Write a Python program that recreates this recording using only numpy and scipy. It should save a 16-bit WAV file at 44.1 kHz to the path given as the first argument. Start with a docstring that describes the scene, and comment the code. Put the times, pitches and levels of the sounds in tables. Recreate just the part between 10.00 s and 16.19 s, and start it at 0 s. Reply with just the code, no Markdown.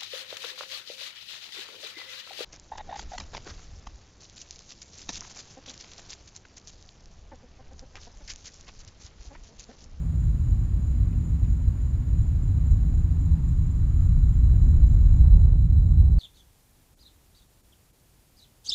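"""A rocket climbing far off at night, heard from the ground: a deep, lumpy rumble that swells, with soft crackle.
The rumble is shaped noise in several bands, dulled by the distance; the crackle is a dense train of tiny clicks.
Close to the microphone, crickets made of short gliding tones sing over soft air, a distant chorus and two ticks.
A faint rush of noise slides upward. A broadcast link breaks up roughly at the loudest rumble, rides the gain and
limits the treble, and its slipping sample clock lends the rumble a thin, high buzz."""
import sys
import numpy as np
from scipy import signal
from scipy.fft import rfft, irfft
from scipy.io import wavfile
from scipy.ndimage import uniform_filter1d

SR = 44100
rng = np.random.default_rng(int(sys.argv[2]) if len(sys.argv) > 2 else 0)


def generate_wav(signal):
    """Clip the signal to [-1, 1] and save it as 16-bit WAV at the path in sys.argv[1]."""
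    frames = np.transpose(np.atleast_2d(signal))
    scaled = np.clip(frames, -1, 1) * 32767
    pcm = np.round(scaled).astype(np.int16)
    wavfile.write(sys.argv[1], SR, pcm)


N = 272888
TIME = np.arange(N) / SR  # seconds

# All source levels are those before the link's gain control.


def gain_of(db):
    """Decibels to amplitude."""
    return 10 ** (np.asarray(db) / 20)


def evened(x):
    """Scales to rms 1."""
    return x / np.sqrt(np.mean(x ** 2) + 1e-20)


def level(curve):
    """A table of (time_s, level_db) as a gain for every sample."""
    return gain_of(np.interp(TIME, *np.transpose(curve)))


def coloured(x, shape):
    """Gives x a spectrum of (freq_hz, level_db) points, silent outside them, at rms 1."""
    hz, db = np.transpose(shape)
    bins = np.fft.rfftfreq(N, 1 / SR)
    shape_db = np.interp(np.log(bins + 1), np.log(hz), db, left=-np.inf, right=-np.inf)
    return evened(irfft(rfft(x) * gain_of(shape_db), N))


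def noise(shape):
    """Noise with a spectrum of (freq_hz, level_db) points, at rms 1."""
    return coloured(rng.standard_normal(N), shape)


def swells(events, half_s):
    """A gain that rises or dips in one smooth arch at each (centre_s, peak_db) event and is 1 between them."""
    db = np.zeros(N)
    for centre, peak_db in events:
        near = abs(TIME - centre) < half_s
        arch = np.cos(np.pi / 2 * (TIME[near] - centre) / half_s) ** 2
        db[near] += peak_db * arch
    return gain_of(db)


def steadied(x, span_s):
    """Lets x throb quickly but holds its power near 1 over longer spans."""
    span = int(span_s * SR)
    power = uniform_filter1d(uniform_filter1d(x ** 2, span), span)
    return evened(x / np.sqrt(power + 1e-6))


# spectrum of the soft outdoor wash: freq_hz, level_db
AIR_SPECTRUM = [(100, 15), (500, -1.5), (1100, 1.5), (1600, -3), (2300, -6.5), (3200, -12), (4300, -16),
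                (5000, -16.5), (5800, -29), (9000, -25), (16000, -36)]
# spectrum of the wide hiss: freq_hz, level_db
HISS_SPECTRUM = [(100, 0), (2200, -6), (3500, 0), (6500, 2), (9500, -2), (12000, -2), (16000, -5)]


def night_air(air_db=-57.2, hiss_db=-70):
    """A soft outdoor wash in the middle and a fainter hiss, independent in each channel."""
    hiss = gain_of(hiss_db) * coloured(rng.standard_normal((2, N)), HISS_SPECTRUM)
    air = gain_of(air_db) * noise(AIR_SPECTRUM)
    return air + hiss


# spectrum of the distant crickets: freq_hz, level_db
CHORUS_SPECTRUM = [(5800, -52.5), (6450, -20.5), (6720, -5.5), (6920, 3), (7100, -1), (7300, -9),
                   (7500, -18.5), (8600, -21.5), (10000, -39)]
# moments when many distant crickets chirp together: centre_s, rise_db (above the steady chorus)
CHORUS_UNISONS = [(.22, 3), (.47, 3.5), (.876, 3.5), (1.29, 4), (1.51, 3), (1.826, 3), (2.222, 3.5),
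                  (2.722, 3.5), (2.99, 2.5), (3.256, 1), (3.472, 1.5), (3.714, 1), (4.05, 3.5),
                  (4.293, 1.5), (4.6, 2), (4.913, 1.5), (5.187, 2.5), (5.409, 4.5)]


def chorus(steady_db=-67):
    """Many distant crickets merge into one shrill band that pulses when their chirps coincide."""
    pulses = swells(CHORUS_UNISONS, half_s=.1)
    return gain_of(steady_db) * pulses * noise(CHORUS_SPECTRUM)


def cricket(chirps, pitch_hz, fall_hz, gap_s, half_stroke_s):
    """Each wing stroke rings the wing near one pitch, which sags as the stroke slows."""
    out = np.zeros(N)
    for start, strokes, db in chirps:
        for k in range(round(strokes)):
            centre = start + k * gap_s
            near = abs(TIME - centre) < half_stroke_s
            u = (TIME[near] - centre) / half_stroke_s  # -1 to 1 through the stroke
            hz = pitch_hz + rng.normal(0, 26) - fall_hz * u
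            tone = np.sin(2 * np.pi * np.cumsum(hz) / SR)
            envelope = np.cos(np.pi * u / 2) ** 2
            out[near] += gain_of(db + rng.normal(0, 1)) * envelope * tone
    return out


# Cricket songs: start_s (centre of the first wing stroke), strokes (count), level_db (varied a little per stroke)
# the nearest cricket
NEAR_CHIRPS = [(.16, 3, -60), (.41, 2, -64), (.60, 2, -61), (.87, 3, -62), (1.205, 3, -68), (1.53, 3, -63),
               (1.82, 3, -61), (2.233, 2, -60.5), (2.437, 2, -58), (2.67, 2, -60), (2.905, 3, -60.5),
               (3.213, 2, -57.5), (3.447, 2, -57), (3.672, 3, -57.5), (3.97, 3, -60), (4.297, 3, -59),
               (4.62, 3, -58.5), (4.897, 2, -58), (5.133, 2, -62), (5.37, 2, -56), (5.612, 2, -60.5),
               (5.84, 3, -59), (6.12, 2, -70.5)]
# a farther, lower cricket
FARTHER_CHIRPS = [(4.39, 2, -81), (4.635, 2, -68), (4.9, 2, -68), (5.175, 2, -75), (5.455, 2, -74.5),
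                  (5.74, 2, -81.5)]
# one trill of a small, high cricket
HIGH_TRILL = [(3.51, 7, -74)]


def crickets():
    """Three crickets, each with its own wing pitch and stroke timing."""
    near = cricket(NEAR_CHIRPS, pitch_hz=7210, fall_hz=50, gap_s=.046, half_stroke_s=.018)
    far = cricket(FARTHER_CHIRPS, pitch_hz=6370, fall_hz=20, gap_s=.045, half_stroke_s=.02)
    small = cricket(HIGH_TRILL, pitch_hz=8540, fall_hz=30, gap_s=.069, half_stroke_s=.02)
    return near + far + small


# faint ticks nearby: start_s, level_db (at the onset)
TICK_TIMES = [(1.128, -60), (1.445, -56)]
# spectrum of the ticks: freq_hz, level_db
TICK_SPECTRUM = [(800, -16), (1900, -4), (2600, 0), (3200, -7), (6000, -20)]


def ticks(decay_s=0.011):
    """Short, dry puffs of bright noise that start at once and die away exponentially."""
    envelope = np.zeros(N)
    for start, db in TICK_TIMES:
        decay = np.exp(-abs(TIME - start) / decay_s)
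        envelope += gain_of(db) * (TIME > start) * decay
    return envelope * noise(TICK_SPECTRUM)


# a faint band of rushing noise that glides upward: time_s, centre_hz, level_db
RUSH_GLIDE = [(0, 540.5, -68.5), (2.399, 603, -79), (2.802, 720, -72), (3.301, 893, -64.5),
              (3.7, 1078, -70), (4.099, 1304, -66.5), (4.6, 1527, -85.5), (6.19, 1524, -84)]


def rush(half_width_hz=110):
    """A narrow band of noise, made by shifting low-passed noise up to a sliding centre pitch."""
    s, hz, db = np.transpose(RUSH_GLIDE)
    low_pass = signal.butter(2, half_width_hz, fs=SR, output="sos")
    band = evened(signal.sosfilt(low_pass, rng.standard_normal(N)))
    centre_hz = np.interp(TIME, s, hz)
    carrier = np.sqrt(2) * np.cos(2 * np.pi * np.cumsum(centre_hz) / SR)
    return gain_of(np.interp(TIME, s, db)) * band * carrier


# soft crackle, including the link's own rough breakup when the rumble peaks: time_s, level_db
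CRACKLE_LEVEL = [(0, -61.5), (2.3, -60.5), (2.85, -58.5), (3.6, -64), (4.4, -59.5), (4.7, -56),
                 (5.19, -57.5), (5.255, -50.5), (5.45, -45.5), (5.6, -54.5), (6.19, -49)]
# spectrum filter of the crackle: freq_hz, level_db
CRACKLE_SPECTRUM = [(150, -15), (330, -0.5), (600, -2), (900, -9), (1500, -18), (3000, -37), (8000, -50)]


def crackle(per_s=1800, spread_db=2.5):
    """A dense train of small clicks of uneven size, softened by a falling spectrum."""
    size = gain_of(spread_db * np.minimum(rng.exponential(1, N), 4))
    clicks = size * (rng.random(N) < per_s / SR)
    return level(CRACKLE_LEVEL) * coloured(clicks, CRACKLE_SPECTRUM)


# rough low noise from the overloaded link, opposite in the two channels: time_s, level_db
OVERLOAD_LEVEL = [(0, -92), (5.0, -88.5), (5.25, -47), (5.4, -35), (5.55, -51), (6.19, -48)]
# its spectrum: freq_hz, level_db
OVERLOAD_SPECTRUM = [(60, -13), (130, 4), (250, -7.5), (500, -20), (1000, -30), (2000, -56)]


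def overload_noise():
    """The overloaded link adds rough noise, here shaped noise of opposite polarity left and right."""
    opposite = np.array([[1], [-1]])
    return level(OVERLOAD_LEVEL) * noise(OVERLOAD_SPECTRUM) * opposite


# Exhaust levels: time_s, level_db. Exhaust spectra: freq_hz, level_db
# slow swell of the deep rumble
SURGE_LEVEL = [(0, -28), (.2, -23), (.55, -23.5), (.8, -21.5), (1.3, -25.5), (2.0, -23), (2.8, -20.5),
               (3.75, -23), (4.1, -17.5), (4.6, -15.5), (5.15, -14), (5.33, -6), (5.58, -11.5),
               (6.19, -10.5)]
SURGE_SPECTRUM = [(15, -35), (35, -13), (50, -3), (60, 0), (78, -2.5), (98, -6.5), (115, -17), (150, -36),
                  (250, -70)]
# weight of the largest, slowest eddies within the surges, before the surge is steadied
DEEP_LEVEL = [(0, -9.5), (1.5, -9.5), (3.5, -3.5), (4, -1), (5.35, 1.5), (5.6, -6), (6.19, -11.5)]
DEEP_SPECTRUM = [(8, -34), (18, -21), (28, -8), (41, 0), (50, -6), (70, -20), (120, -50)]
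# the roar of the smaller eddies
ROAR_LEVEL = [(0, -32.5), (.45, -29.5), (.85, -34.5), (1.15, -31), (1.75, -34), (2.1, -31.5), (3.1, -30.5),
              (3.45, -28), (3.85, -30.5), (4.55, -26.5), (5.1, -28.5), (5.48, -21), (5.8, -21.5),
              (6.19, -24)]
ROAR_SPECTRUM = [(70, -25), (100, -6), (118, 0), (143, -4.5), (163, -1.5), (185, -17), (222, -19),
                 (275, -30), (420, -58)]
# the upper edge of the roar, which grows far less than the bass
BODY_LEVEL = [(0, -46.5), (1.2, -43.5), (1.8, -46), (2.6, -44.5), (3.8, -46), (4.3, -45.5), (4.7, -43),
              (5.2, -44), (5.5, -40.5), (6.19, -39)]
BODY_SPECTRUM = [(150, -17), (205, -2), (228, 0), (275, -2), (340, -10.5), (420, -20.5), (700, -49)]
# the loudest thumps of the exhaust: centre_s, rise_db (above the swell)
EXHAUST_THUMPS = [(.277, 8.5), (.518, 7.5), (1.023, 7.5), (1.167, 7), (1.332, 7.5), (1.435, 7),
                  (1.516, 8.5), (1.687, 8), (2.147, 3.5), (2.213, 5), (2.726, 8), (2.994, 3.5), (3.074, 2),
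                  (3.328, 7.5), (3.59, 8), (3.836, 2.5), (4.019, 4), (4.493, 2.5), (4.853, 4), (5.417, 1),
                  (5.791, 7), (6.009, 6.5)]
# brief lulls in the rumble: centre_s, change_db (against the swell)
RUMBLE_LULLS = [(.81, -5.5), (1.086, 0), (1.249, -6), (1.745, -6), (2.04, -12.5), (3.381, -11),
                (4.331, -4.5), (4.92, -3), (5.179, -6), (5.83, -3.5)]


def exhaust():
    """Large eddies throb in the deep bass, smaller ones roar above."""
    eddies = noise(SURGE_SPECTRUM) + level(DEEP_LEVEL) * noise(DEEP_SPECTRUM)
    lumps = swells(EXHAUST_THUMPS, half_s=.033) * swells(RUMBLE_LULLS, half_s=.04)
    surge = level(SURGE_LEVEL) * lumps * steadied(eddies, span_s=.06)
    roar = level(ROAR_LEVEL) * steadied(noise(ROAR_SPECTRUM), span_s=.11)
    body = level(BODY_LEVEL) * noise(BODY_SPECTRUM)
    return surge + roar + body


def scene():
    """The distant rocket and the link's breakup over the sounds around the microphone, nearly all in mono."""
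    near_insects = crickets()
    night = night_air() + chorus() + near_insects + ticks()
    rumble = exhaust() + overload_noise() + crackle()
    return rumble + rush() + night


# power above which the gain control acts: left_db, right_db
CEILING = [-11.8, -10.8]


def gain_control(x, listen_s=.08, smooth_s=.15, recover_db_per_s=.3):
    """Each channel's gain sinks under the loudest rumble and creeps back, taking the night sounds with it."""
    power = uniform_filter1d(x ** 2, int(listen_s * SR), axis=1)
    power_db = 10 * np.log10(abs(power) + 1e-12)
    over_db = np.maximum(power_db - np.array(CEILING)[:, None], 0)
    # hold the greatest excess so far, less a steady recovery
    recovery = recover_db_per_s * TIME
    held_db = np.maximum.accumulate(over_db + recovery, axis=1) - recovery
    return x / gain_of(uniform_filter1d(held_db, int(smooth_s * SR), axis=1))


def clock_slip(x, slip_hz=3900, slip_samples=.9, ripple_db=-56.5):
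    """Sample timing drifts and snaps back, mirroring the rumble round multiples of that rate."""
    turns = slip_hz * (TIME + .5 / SR)
    drift = slip_samples * (turns % 1 - .5)
    timing_error = drift * np.gradient(x, axis=1)  # a small time shift changes x by its slope
    # the gain ripples slightly in step with the slips
    ripple = gain_of(ripple_db) * np.cos(2 * np.pi * turns)
    return x * (1 - ripple) + timing_error


def record(dry):
    """The broadcast link: gain control, slipping clock, band limit."""
    low_pass = signal.firwin(1023, 15780, window=("kaiser", 9), fs=SR)  # cutoff in Hz
    slipped = clock_slip(gain_control(dry))
    return signal.oaconvolve(slipped, low_pass[None], "same")


dry = scene()
out = record(dry)
generate_wav(out)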